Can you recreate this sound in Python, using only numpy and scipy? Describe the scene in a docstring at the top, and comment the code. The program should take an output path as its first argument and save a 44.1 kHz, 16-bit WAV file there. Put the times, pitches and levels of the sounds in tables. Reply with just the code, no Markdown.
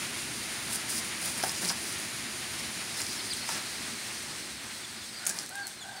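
"""A dusty yard strewn with dry leaves and litter, where chickens walk about; both channels are alike.
Feet crunch leaves and scuff soil as bursts of tiny fractures; brittle leaves snap as ringing cracks.
Bumped litter knocks in two damped modes. Chicks peep in gliding tones, a hen croons in tone and husky noise.
A brood twitters farther off in blurred peeps, and the open air is a fading rumble, rush and hiss of noise."""
import sys
import numpy as np
from scipy import signal
from scipy.fft import rfft, irfft
from scipy.io import wavfile

SR = 44100
rng = np.random.default_rng(int(sys.argv[2]) if len(sys.argv) > 2 else 0)


def int16_out(signal):
    """Quantize to a 16-bit WAV file."""
    q = np.round(np.clip(np.atleast_2d(signal).T, -1, 1) * 32767)
    wavfile.write(sys.argv[1], SR, q.astype(np.int16))


N = 264600


def from_db(db):
    """Decibels to gain."""
    return 10 ** (np.asarray(db) / 20)


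def rms_one(x):
    """Scale to unit rms."""
    return x / np.sqrt(np.mean(x ** 2) + 1e-20)


def clock():
    """Time of every sample [s]."""
    return np.arange(N) / SR


def decay(t, t60):
    """Exponential decay that falls by 60 dB in t60 seconds."""
    return np.exp(-np.log(1000) * t / t60)


def coloured(x, spectrum, skirt_db=40):
    """Give x a spectrum that falls by skirt_db an octave beyond its ends; rms 1."""
    hz, db = np.transpose(spectrum)
    octave = np.log2(np.maximum(np.fft.rfftfreq(N, 1 / SR), 1))
    known = np.log2(hz)
    outside = np.abs(octave - np.clip(octave, known[0], known[-1]))
    gain = from_db(np.interp(octave, known, db) - skirt_db * outside)
    return rms_one(irfft(rfft(x) * gain, N))


def drift(rate, count=N):
    """Random wander in straight lines between `rate` normal random values a second."""
    at = np.arange(count) / SR * rate
    knots = rng.standard_normal(int(at[-1]) + 2)
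    return np.interp(at, np.arange(len(knots)), knots)


def swell(start, end, edge):
    """An arch between two times; a small edge power makes it squarer."""
    along = np.clip((clock() - start) / (end - start), 0, 1)
    return (4 * along * (1 - along)) ** edge


def resonance(x, hz, width_hz):
    """A two-pole resonance with gain 1 on top."""
    radius = np.exp(-np.pi * width_hz / SR)
    angle = 2 * np.pi * hz / SR
    zeros = np.array([1, 0, -1]) * (1 - radius ** 2) / 2
    poles = [1, -2 * radius * np.cos(angle), radius ** 2]
    return signal.lfilter(zeros, poles, x)


def add(out, s, sound):
    """Mix a short sound in at time s."""
    at = int(s * SR)
    out[at:at + len(sound)] += sound[:max(N - at, 0)]


def grains(per_s, spread_db):
    """Random tiny fractures; a positive spread makes a few much larger, a negative one much smaller."""
    sizes = from_db(spread_db * np.minimum(rng.exponential(1, N), 4))
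    signs = rng.choice([-1, 1], N)
    return sizes * signs * (rng.random(N) < per_s / SR)


def arch(length_s, pitches):
    """A smooth glide through a first, a middle and a last pitch."""
    curve = np.polyfit([0, .5, 1], pitches, 2)
    return np.polyval(curve, np.linspace(0, 1, int(length_s * SR)))


def call(hz, octave_db, jitter, shimmer_db, edge):
    """A bird's note: a tone and its octave follow a pitch glide, unsteady in pitch and strength."""
    along = np.linspace(0, 1, len(hz))
    unsteady_hz = hz * (1 + jitter * drift(420, count=len(hz)))
    phase = 2 * np.pi * np.cumsum(unsteady_hz) / SR
    tone = np.sin(phase) + from_db(octave_db) * np.sin(2 * phase)
    shimmer = from_db(shimmer_db * drift(297, count=len(hz)))
    effort = np.abs(np.sin(np.pi * along)) ** edge * shimmer
    return np.sqrt(2) * tone * effort


def husk(hz, flutter_hz):
    """Hoarse voice: a narrow band of noise that follows the pitch."""
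    phase = 2 * np.pi * np.cumsum(hz) / SR
    sine_part = drift(flutter_hz, count=len(hz)) * np.sin(phase)
    cosine_part = drift(flutter_hz, count=len(hz)) * np.cos(phase)
    return rms_one(sine_part + cosine_part)


def scatter(x, t60, dull_hz=9000):
    """Diffuse reflections from walls, crate and litter, about as strong as x."""
    t = np.arange(SR // 2) / SR
    tail = rng.standard_normal(len(t)) * decay(t, t60)
    tail = signal.lfilter(*signal.butter(1, dull_hz, fs=SR), tail)
    return signal.fftconvolve(x, tail / np.linalg.norm(tail))[:N]


def footsteps(stray_db=-57, clump_db=-2.5, clumps_per_s=110):
    """Each foot crushes leaves in uneven clumps, scuffs soil and drags its claws; stray leaves tick throughout."""
    # feet in the leaves: (start [s], end [s], leaf crunch [dB], dull soil scuff [dB], claw rasp [dB])
    steps = [(0.694, 0.779, -34, -55, -57), (0.885, 0.93, -36.5, -60, -41), (.915, 1.01, -35, -56, -40.5),
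             (1.03, 1.1, -42.5, -53, -56), (1.203, 1.328, -35, -45, -43), (1.337, 1.423, -41, -42, -45),
             (1.412, 1.528, -37.5, -44.5, -44), (1.53, 1.604, -41, -57, -41.5),
             (1.603, 1.675, -36, -38.5, -42), (1.667, 1.725, -35.5, -45, -37),
             (1.797, 1.97, -42.5, -61, -47), (2.035, 2.066, -43.5, -61, -52), (2.58, 2.617, -46, -47, -43),
             (2.956, 3.055, -40.5, -48, -42), (3.05, 3.203, -45, -54, -45), (3.35, 3.44, -46, -52, -47),
             (3.47, 3.6, -42, -41.5, -40), (4.275, 4.34, -57, -46.5, -53), (5.267, 5.29, -38, -47, -51),
             (5.286, 5.317, -38, -43, -43), (5.31, 5.46, -47, -45.5, -50)]
    # colours of crushed leaves, scuffed soil and rasping claws: (frequency [Hz], density [dB per Hz])
    leaf_colour = [(1500, -0.5), (3300, -7.5), (4900, 4.5), (6500, 1), (8000, 4.5), (9300, 12),
                   (10500, 5.5), (11600, 0), (13000, -5), (15500, -2.5)]
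    soil_colour = [(50, -30), (140, 12), (270, 8), (450, 3.5), (900, 4), (1700, 5.5), (3000, -2), (6000, 0)]
    claw_colour = [(3900, -13), (4700, 1), (5600, 1), (6600, -2), (8000, -4)]
    crunch, scuff, drag = np.zeros((3, N))
    for start, end, crunch_db, scuff_db, rasp_db in steps:
        press = swell(start, end, edge=0.66)
        crunch += from_db(crunch_db) * press
        scuff += from_db(scuff_db) * press
        drag += from_db(rasp_db) * press
    clumps = from_db(clump_db * drift(clumps_per_s))
    leaves = crunch * clumps * coloured(grains(per_s=4900, spread_db=3.5), leaf_colour)
    soil = scuff * coloured(grains(per_s=3200, spread_db=-2.0), soil_colour)
    claws = drag * coloured(grains(per_s=1700, spread_db=3.0), claw_colour)
    stray = from_db(stray_db) * coloured(grains(per_s=370, spread_db=1.0), leaf_colour)
    return leaves + soil + claws + stray


def snaps(low_hz=4200, dip_hz=13200, dip_width_hz=3000, dip_share=0.7):
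    """Brittle pieces crack: a noise burst rings one resonance, broad and short or narrower and clearer."""
    # leaves and litter snapping under beak or claw:
    # (time [s], peak level [dB], pitch [Hz], 60 dB decay of the burst [s], sharpness of the ring [Q])
    cracks = [(0.7255, -25, 6500, .005, 2.5), (0.9033, -25, 9200, .02, 3), (0.912, -26, 5000, .014, 5),
              (.979, -26, 4750, .014, 6), (1.3776, -23, 9000, .006, 3), (1.4282, -20, 5400, .006, 3),
              (1.438, -20.5, 5100, .012, 3), (1.494, -20.5, 4960, .016, 4.4), (1.5197, -24, 9200, .005, 3),
              (1.649, -17, 4800, 0.0088, 2.4), (1.6555, -22, 4800, .012, 4), (1.678, -24, 8000, .014, 6),
              (1.6888, -20, 4950, 0.014, 9), (1.6948, -18, 4820, 0.024, 9), (1.7, -19, 5060, 0.018, 8),
              (1.7235, -25, 9500, .01, 8), (3.0177, -19, 7000, 0.0042, 5.1), (3.0663, -23, 4500, .008, 6),
              (3.3348, -22, 8550, .02, 9), (3.4895, -23, 5760, .016, 4.1), (5.2533, -25, 6500, .012, 2),
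              (5.266, -13.5, 6540, .009, 3.7), (5.27, -11.5, 9500, .003, 4.7),
              (5.2762, -22, 9800, 0.0074, 2), (5.294, -14, 7300, 0.0025, 1.8),
              (5.2984, -12.5, 6700, 0.0026, 2.5), (5.3877, -18, 5730, 0.012, 2.4),
              (5.3978, -23.5, 6500, .005, 1.5), (5.4623, -27, 6950, .004, 2), (5.4924, -27, 8500, 0.012, 2),
              (5.555, -26, 8000, .006, 1.1), (5.6696, -18.5, 7600, 0.0059, .9),
              (5.6765, -30, 9000, 0.054, .8)]
    out, t = np.zeros(N), np.arange(SR // 25) / SR
    thin = signal.butter(2, low_hz, "high", fs=SR, output="sos")
    for s, db, hz, t60, sharpness in cracks:
        burst = rng.choice([-1, 1], len(t)) * decay(t, t60)
        crack = signal.sosfilt(thin, resonance(burst, hz, hz / sharpness))
        crack = crack - dip_share * resonance(crack, dip_hz, dip_width_hz)   # a hollow in the high treble
        add(out, s, from_db(db) * crack / np.abs(crack).max())
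    return out


def bumps(rise_s=0.00069, overtone=1.895, overtone_db=-5.5, crinkle_db=1, crinkle_t60=0.035):
    """A soft bump sets light litter ringing for a few cycles in two damped modes, and its skin crinkles."""
    # feet or beak on hollow litter: (time [s], peak level [dB], pitch [Hz], 60 dB decay of the modes [s])
    knocks = [(1.4367, -19, 740, 0.015), (1.7008, -22.5, 1586, 0.015), (1.704, -28.5, 1000, 0.01),
              (1.7112, -28, 884, 0.013), (1.7125, -34, 1550, .014), (3.002, -24, 2150, 0.0081),
              (3.49, -24.5, 930, 0.0085), (5.265, -27.5, 1420, .004)]
    out, t = np.zeros(N), np.arange(SR // 10) / SR
    for s, db, hz, t60 in knocks:
        low_mode = np.sin(2 * np.pi * hz * t)
        high_mode = from_db(overtone_db) * np.sin(2 * np.pi * hz * overtone * t)
        crinkle = from_db(crinkle_db) * resonance(rng.standard_normal(len(t)), hz, hz)
        knock = (low_mode + high_mode) * decay(t, t60) + crinkle * decay(t, crinkle_t60)
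        knock = knock * (1 - np.exp(-t / rise_s))   # soft onset
        add(out, s, from_db(db) * knock / np.abs(knock).max())
    return out


def chicks():
    """Thin whistles: a tone and its octave glide through three pitches, unsteady in pitch and strength."""
    # chick peeps: (start [s], end [s], first pitch [Hz], middle pitch [Hz], last pitch [Hz], level [dB])
    peeps = [(2.982, 3.005, 4140, 4100, 4300, -42), (3.187, 3.21, 4830, 4200, 3450, -41),
             (3.305, 3.337, 4910, 4450, 2870, -35), (4.829, 4.858, 3630, 3540, 3480, -49),
             (5.005, 5.055, 3750, 3520, 3320, -52), (5.14, 5.2, 4580, 4760, 4520, -44.5),
             (5.622, 5.675, 4540, 4380, 4220, -45.5), (5.778, 5.808, 4180, 4170, 3950, -51),
             (5.808, 5.845, 3560, 3430, 3200, -47), (5.884, 5.946, 3730, 3600, 3450, -54.5),
             (5.962, 6.025, 4450, 4540, 4230, -48.5)]
    # lower peeps are reedier: (first pitch [Hz], octave overtone against the tone [dB])
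    reediness = [(3500, -1), (4400, -26)]
    out = np.zeros(N)
    for start, end, first_hz, middle_hz, last_hz, db in peeps:
        octave_db = np.interp(first_hz, *np.transpose(reediness))
        glide = arch(end - start, (first_hz, middle_hz, last_hz))
        peep = call(glide, octave_db, jitter=.019, shimmer_db=3.2, edge=.25)
        add(out, start, from_db(db) * peep)
    return out


def hen(jitter=0.022, swell_db=5, low_flutter_hz=360, high_flutter_hz=240):
    """Soft notes through a nearly closed beak slide up to a held pitch and on to a last, husky at both ends."""
    # the hen's notes: (start [s], end [s], first pitch [Hz], held pitch [Hz], last pitch [Hz], level [dB],
    # octave overtone against the tone [dB], roughness of the held part [0-1])
    croons = [(5.195, 5.3, 715, 745, 770, -56, 6.5, .88), (5.29, 5.325, 810, 812, 818, -54.5, 11.5, .4),
              (5.31, 5.43, 840, 880, 890, -60, 6.5, .95), (5.498, 5.695, 715, 803, 765, -48, 6.8, .33),
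              (5.805, 6.06, 775, 790, 785, -50.5, 0, .84)]
    stages = [0, 0.288, 0.58, 1]   # shares of a note; the pitch is level between the middle two
    edge_rough = 0.88   # the voice breaks up as a note starts and ends
    edge_dull_db = 12   # the overtone of a wholly clear note would sink this far there
    out = np.zeros(N)
    for start, end, first_hz, held_hz, last_hz, db, octave_db, held_rough in croons:
        along = np.linspace(0, 1, int((end - start) * SR))
        hz = np.interp(along, stages, [first_hz, held_hz, held_hz, last_hz])
        slack = np.interp(along, stages, [1, 0, 0, 1])
        sag = slack * (1 - held_rough)   # hoarse notes swell and brighten less
        loudness = from_db(db - swell_db * sag) * np.sin(np.pi * along).clip(0) ** .25
        overtone_db = octave_db - edge_dull_db * sag
        rough = np.clip(held_rough + slack * (edge_rough - held_rough), 0, 1)
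        clear = call(hz, overtone_db, jitter * rough, shimmer_db=0.5, edge=0)
        hoarse = husk(hz, low_flutter_hz) + from_db(overtone_db) * husk(2 * hz, high_flutter_hz)
        add(out, start, loudness * (np.sqrt(1 - rough ** 2) * clear + rough * hoarse))
    return out


def brood(count=380, hz=4520, spread_hz=450, fall_hz=280, length_s=.055, blur_t60=0.26):
    """Many faint falling peeps, blurred by distance into a soft twitter."""
    # chicks farther off: (time [s], level [dB])
    twitter_level = [(0, -80), (2.75, -52), (3.1, -44), (3.4, -44.5), (4.2, -51.5), (5.2, -50), (6, -59)]
    out = np.zeros(N)
    starts = (np.arange(count) + rng.random(count)) * N / SR / count
    for start in starts:
        pitch = hz + spread_hz * rng.standard_normal()
        glide = arch(length_s, (pitch + fall_hz, pitch, pitch - fall_hz))
        peep = call(glide, octave_db=-14, jitter=0.0278, shimmer_db=5, edge=0.34)
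        add(out, start, peep)
    level_db = np.interp(clock(), *np.transpose(twitter_level))
    return rms_one(scatter(out, blur_t60)) * from_db(level_db)


def background(flutter_db=1.0, flutters_per_s=24.835, early_fade_db_per_s=0.46):
    """Open air as three coloured noises, flickering in level, sinking gently, then faster, and growing duller."""
    # one row each for rumble, rush and hiss:
    # (level at the start [dB], start of the faster fade [s], rate of the faster fade [dB per s])
    air = [(-46.5, 3.77, 4), (-40, 3.93, 4.5), (-39, 4.08, 4.5)]
    # colours of the three parts: (frequency [Hz], density [dB per Hz])
    rumble_colour = [(25, -28), (45, -21), (64, -4.5), (120, 0.5), (165, -3), (235, 4), (270, -2), (340, 0),
                     (400, -3.5), (485, -12.5), (600, -15)]
    rush_colour = [(420, -8), (520, -4), (650, 0), (1060, 0), (1400, 2), (1900, 5), (2350, 5), (2900, 2),
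                   (4000, -0.5)]
    hiss_colour = [(3200, -6.5), (4600, 2), (5600, -1), (6900, 0), (7850, -4), (8700, 0), (9400, 3),
                   (10500, -3.5), (11300, -8), (12300, -12.5), (14000, -14.5), (17000, -16)]
    t = clock()
    gains = []
    for db, fade_start, db_per_s in air:
        early_fade = early_fade_db_per_s * np.minimum(t, fade_start)
        late_fade = db_per_s * np.maximum(t - fade_start, 0)
        gains.append(from_db(db - early_fade - late_fade + flutter_db * drift(flutters_per_s)))
    rumble, rush, hiss = gains
    out = rumble * coloured(rng.standard_normal(N), rumble_colour)
    # rush and hiss slide down in colour as the microphone turns
    turned = np.interp(t, [2.35, 5.9], [0, 1])
    ratio_before, ratio_after = 1.005, 0.9   # frequency ratios of the colours
    for gain, spectrum in ((rush, rush_colour), (hiss, hiss_colour)):
        white = rng.standard_normal(N)
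        for ratio, share in ((ratio_before, 1 - turned), (ratio_after, turned)):
            out += gain * share * coloured(white, np.array(spectrum) * [ratio, 1])
    return out


def scene(feet_wet_db=-8, feet_t60=0.23, voice_wet_db=-12.5, voice_t60=0.5):
    """The birds and their reflections in the yard over the open air, alike in both channels."""
    feet = footsteps() + snaps() + bumps()
    voices = chicks() + hen()
    feet_echo = from_db(feet_wet_db) * scatter(feet, feet_t60)
    voice_echo = from_db(voice_wet_db) * scatter(voices, voice_t60)
    mono = feet + voices + feet_echo + voice_echo + brood() + background()
    return np.stack([mono, mono])


def record(dry, cutoff_hz=15750):
    """The top is cut steeply by an elliptic low-pass."""
    steep = signal.ellip(12, .2, 80, cutoff_hz, fs=SR, output="sos")   # order, ripple and stop depth in dB
    return signal.sosfilt(steep, dry)


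dry = scene()
out = record(dry)
int16_out(out)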